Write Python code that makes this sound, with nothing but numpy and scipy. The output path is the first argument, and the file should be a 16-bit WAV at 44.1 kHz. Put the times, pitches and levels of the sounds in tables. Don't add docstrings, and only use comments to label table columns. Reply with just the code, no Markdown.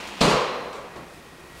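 import sys
import numpy as np
from scipy import signal
from scipy.fft import rfft, irfft
from scipy.io import wavfile

SR = 44100
rng = np.random.default_rng(int(sys.argv[2]) if len(sys.argv) > 2 else 0)


def pcm_store(signal):
    levels = np.round(np.clip(np.atleast_2d(signal), -1, 1) * 32767)
    wavfile.write(sys.argv[1], SR, levels.astype(np.int16).T)


N = 70560
T = np.arange(N) / SR

# start in seconds, then thud, clang and crack levels in dB.
BLOWS = [(0.2060, -48, -29, -34.5), (0.2086, -19.5, -32.5, -24), (0.2118, -62, -21.5, -21),
         (0.2310, -60, -24, -33), (0.2443, -20, -20.5, -30.5), (0.2785, -24, -37.5, -32.5),
         (0.3120, -57, -21.5, -45), (0.3400, -36, -34.5, -58), (0.3960, -48, -34, -50),
         (0.6550, -51, -38.5, -60), (0.7280, -64, -37, -49)]


def from_db(db):
    return 10 ** (np.asarray(db) / 20)


def unit_level(x):
    return x / np.sqrt(np.mean(x ** 2) + 1e-20)


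def level_curve(rows):
    return from_db(np.interp(T, *np.transpose(rows)))


def clicks(times, db):
    out = np.zeros(N)
    samples = np.clip(np.round(times * SR).astype(int), 0, N - 1)
    np.add.at(out, samples, from_db(db))
    return out


def tiny_contacts(per_s, spread_db):
    sizes = from_db(spread_db * np.minimum(rng.exponential(1, N), 3))
    signs = rng.choice([-1, 1], N)
    return unit_level(sizes * signs * (rng.random(N) < per_s / SR))


def shape_tone(x, spectrum):
    hz, db = np.transpose(spectrum)
    log_hz = np.log(np.arange(N + 1) * SR / (2 * N) + 1)
    bass_cut_db = 20 * np.maximum(np.log(hz[0]) - log_hz, 0)
    gain = from_db(np.interp(log_hz, np.log(hz), db) - bass_cut_db)
    return unit_level(irfft(rfft(x, 2 * N) * gain)[:N])


def ring_level(force, ring_s, swell_s):
    keep = from_db(-120 / (max(ring_s, .005) * SR))
    lag = np.exp(-2 / (swell_s * SR))
    energy = signal.lfilter([1], [1, -keep], force ** 2 + 1e-18)
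    swelling = signal.lfilter([(1 - lag) ** 2], [1, -2 * lag, lag ** 2], energy)
    return np.sqrt(np.abs(swelling))


def band_noise(table, force=None):
    hz, db, *ring_s = np.transpose(table)
    edges_hz = 22 * 2 ** (np.arange(39) / 4)
    white = rng.standard_normal((2, N + SR // 4))
    out, power = 0, 0
    for k, (low, high) in enumerate(zip(edges_hz, edges_hz[1:])):
        centre = np.log(low * high) / 2
        outside = max(np.log(hz[0]) - centre, centre - np.log(hz[-1]), 0)
        if outside > 1:
            continue
        gain = from_db(np.interp(centre, np.log(hz), db) - 20 * outside)
        bandpass = signal.butter(2, [low, high], "band", fs=SR, output="sos")
        band = signal.sosfilt(bandpass, white[k % 2])[-N:]
        if force is not None:
            band *= ring_level(force, np.interp(centre, np.log(hz), ring_s[0]), swell_s=0.6 / low)
        out += gain * band
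        power += gain ** 2 * (high - low) * 2 / SR
    return out / np.sqrt(power)


def struck_tones(force, table, rise_s):
    tones = sum(from_db(db - 60 * T / ring_s) * np.sin(2 * np.pi * hz * T) for hz, db, ring_s in table)
    swell = 1 - np.exp(-T / rise_s)
    return signal.fftconvolve(force, tones * swell)[:N]


def house():
    # pitch in Hz, relative strength in dB.
    room = [(15, -38), (25, -4), (69, -7.5), (107, -7.5), (152, -0.5), (227, -4), (331, -2), (368, -3),
            (970, -8.5), (1110, -5.5), (1750, -12.5), (1900, -10), (3000, -16.5), (10900, -28.5),
            (15500, -37)]
    # pitch in Hz, level in dB, width in Hz.
    motor_tones = [(67, -60, 4.6), (1850, -64, 3), (1915, -61, 3), (2450, -66.5, 5), (2530, -64.5, 3.5),
                   (3090, -71, 23)]
    out = from_db(-46.5) * band_noise(room)
    for hz, db, width_hz in motor_tones:
        narrow_filter = signal.iirpeak(hz, hz / width_hz, fs=SR)
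        tone = signal.lfilter(*narrow_filter, rng.standard_normal(N + SR))[SR:]
        out += from_db(db) * unit_level(tone)
    return out


def clothes():
    # time in seconds, level in dB.
    loudness = [(0, -59), (.8, -59.5), (1.0, -60), (1.09, -58.5), (1.14, -52), (1.2, -56.5), (1.35, -58.5),
                (1.47, -56.5), (1.55, -52.5), (1.6, -47.5)]
    # pitch in Hz, relative strength in dB.
    spectrum = [(400, -3), (1500, 1), (3400, 0.5), (6000, -5.5), (9000, -6), (15500, -13.5)]
    rubs = tiny_contacts(per_s=3300, spread_db=1.0)
    return level_curve(loudness) * shape_tone(rubs, spectrum)


def footsteps():
    # start in seconds, level in dB.
    footfalls = [(0.934, -48), (0.959, -35.5), (0.973, -53), (1.006, -44), (1.378, -53), (1.434, -54)]
    # pitch in Hz, relative strength in dB, ring time in seconds.
    wood_ring = [(60, -24, .3), (106, -3, 0.27), (147, -3.5, 0.38), (305, -0.5, 0.25), (540, -5, 0.49),
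                 (1100, -9.5, 0.38), (1800, -21, 0.83), (4500, -27, .25), (12000, -47, .2)]
    steps = band_noise(wood_ring, clicks(*np.transpose(footfalls)))
    weight = clicks(np.array([1.568]), db=-40)
    return steps + struck_tones(weight, [(64, 0, .1)], rise_s=0.006)


def fittings():
    # start in seconds, level in dB.
    ticks = [(0.072, -43), (0.2935, -37), (0.301, -34.5), (0.728, -49.5), (0.755, -51), (0.960, -54.5)]
    # pitch in Hz, relative strength in dB, ring time in seconds.
    tick_ring = [(2000, 5.5, 0.28), (5000, 5, 0.25), (7500, 3, 0.27), (11000, -5.5, 0.19),
                 (15500, -15, 0.11)]
    return band_noise(tick_ring, clicks(*np.transpose(ticks)))


def slide():
    # time in seconds, level in dB.
    loudness = [(0, -35), (.09, -37), (.17, -38.5), (.205, -36), (.3, -65), (.45, -90)]
    # pitch in Hz, relative strength in dB.
    spectrum = [(59, -52), (100, -27), (129, -17), (213, -0.5), (252, -14), (285, 3.5), (425, -9),
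                (482, -4.5), (535, -5.5), (923, -2), (1700, -9), (2520, -4), (4180, -12), (7350, -21.5),
                (15000, -38.5)]
    slips = tiny_contacts(per_s=2500, spread_db=0.5)
    return level_curve(loudness) * shape_tone(slips, spectrum)


def rattle():
    # pitch in Hz, relative strength in dB, ring time in seconds.
    parts_ring = [(390, 14, 0.15), (1200, 1, 0.04), (3000, -14, 0.047), (5000, -0.5, 0.051),
                  (9000, -28, 0.036), (15500, -30, .02)]
    hits_per_s, settle_s = 190, 0.44
    since = T - BLOWS[2][0]
    settling = (since > 0) * from_db(-60 * np.abs(since) / settle_s)
    hits = tiny_contacts(hits_per_s, spread_db=6) * np.sqrt(hits_per_s / SR)
    return from_db(-22.5) * band_noise(parts_ring, hits * settling)


def stair_boom(force):
    # pitch in Hz, relative strength in dB, ring time in seconds.
    wash = [(30, -6, .4), (58, -2, 0.46), (96, -23, 0.38), (122, -25, 0.36), (153, -3.5, 0.55),
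            (203, -5.5, 0.81), (258, -4, 0.52), (350, 1.5, 0.22), (455, -8.5, 0.91), (890, -37, 0.41)]
    tones = [(56, -2.5, 0.091), (65.8, -13.5, 0.66), (141.6, -22.5, 0.65), (148.8, -7, 0.63),
             (182, 7, 0.16), (205.7, 6.5, 0.14), (217.7, -11, 0.6), (287, -2, 0.19)]
    return from_db(-6.5) * band_noise(wash, force) + struck_tones(force, tones, rise_s=0.006)


def panel_clang(force):
    # pitch in Hz, relative strength in dB, ring time in seconds.
    wash = [(148, -20.5, 2.15), (308, -7, 1.11), (488, 4.5, 0.91), (760, -8, 1.52), (1130, -1.5, 1.18),
            (1510, -14.5, 1.35), (2720, -21.5, 1.4), (5930, -40, .7)]
    tones = [(389.8, -11.5, 0.66), (491.6, -9.5, 1.27), (633, -30, 1.1), (669, -24, 0.75), (880, -21, 0.91),
             (1020, -41, 0.84), (1027, -24, 1.3), (1176, -32, 1.3), (2760, -25, 0.72), (2852, -46, .9),
             (3466, -39, 0.56), (3930, -25, 0.74), (4119, -25, 1.45)]
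    return from_db(-0.5) * band_noise(wash, force) + struck_tones(force, tones, rise_s=0.007)


def edge_crack(force):
    # pitch in Hz, relative strength in dB, ring time in seconds.
    edge_ring = [(590, 0, 0.91), (1620, -4, 1.34), (3020, 0, 0.98), (3660, -4, 1.09), (4330, -1, 0.82),
                 (5420, -9.5, 0.95), (8000, -11, 0.57), (10350, -23, 0.62), (15500, -38, .5)]
    snap_s = .04
    snap = band_noise([(hz, db, snap_s) for hz, db, _ in edge_ring], force)
    return from_db(2.5) * snap + from_db(-1) * band_noise(edge_ring, force)


def landing():
    starts, *levels = np.transpose(BLOWS)
    thud, clang, crack = (clicks(starts, db) for db in levels)
    return stair_boom(thud) + panel_clang(clang) + edge_crack(crack)


def scene():
    return (landing() + rattle() + fittings() + footsteps() + slide() + clothes() + house())[None]


def record(dry):
    cutoff_hz = 15750
    return signal.sosfilt(signal.ellip(12, .1, 80, cutoff_hz, fs=SR, output="sos"), dry)


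dry = scene()
out = record(dry)
pcm_store(out)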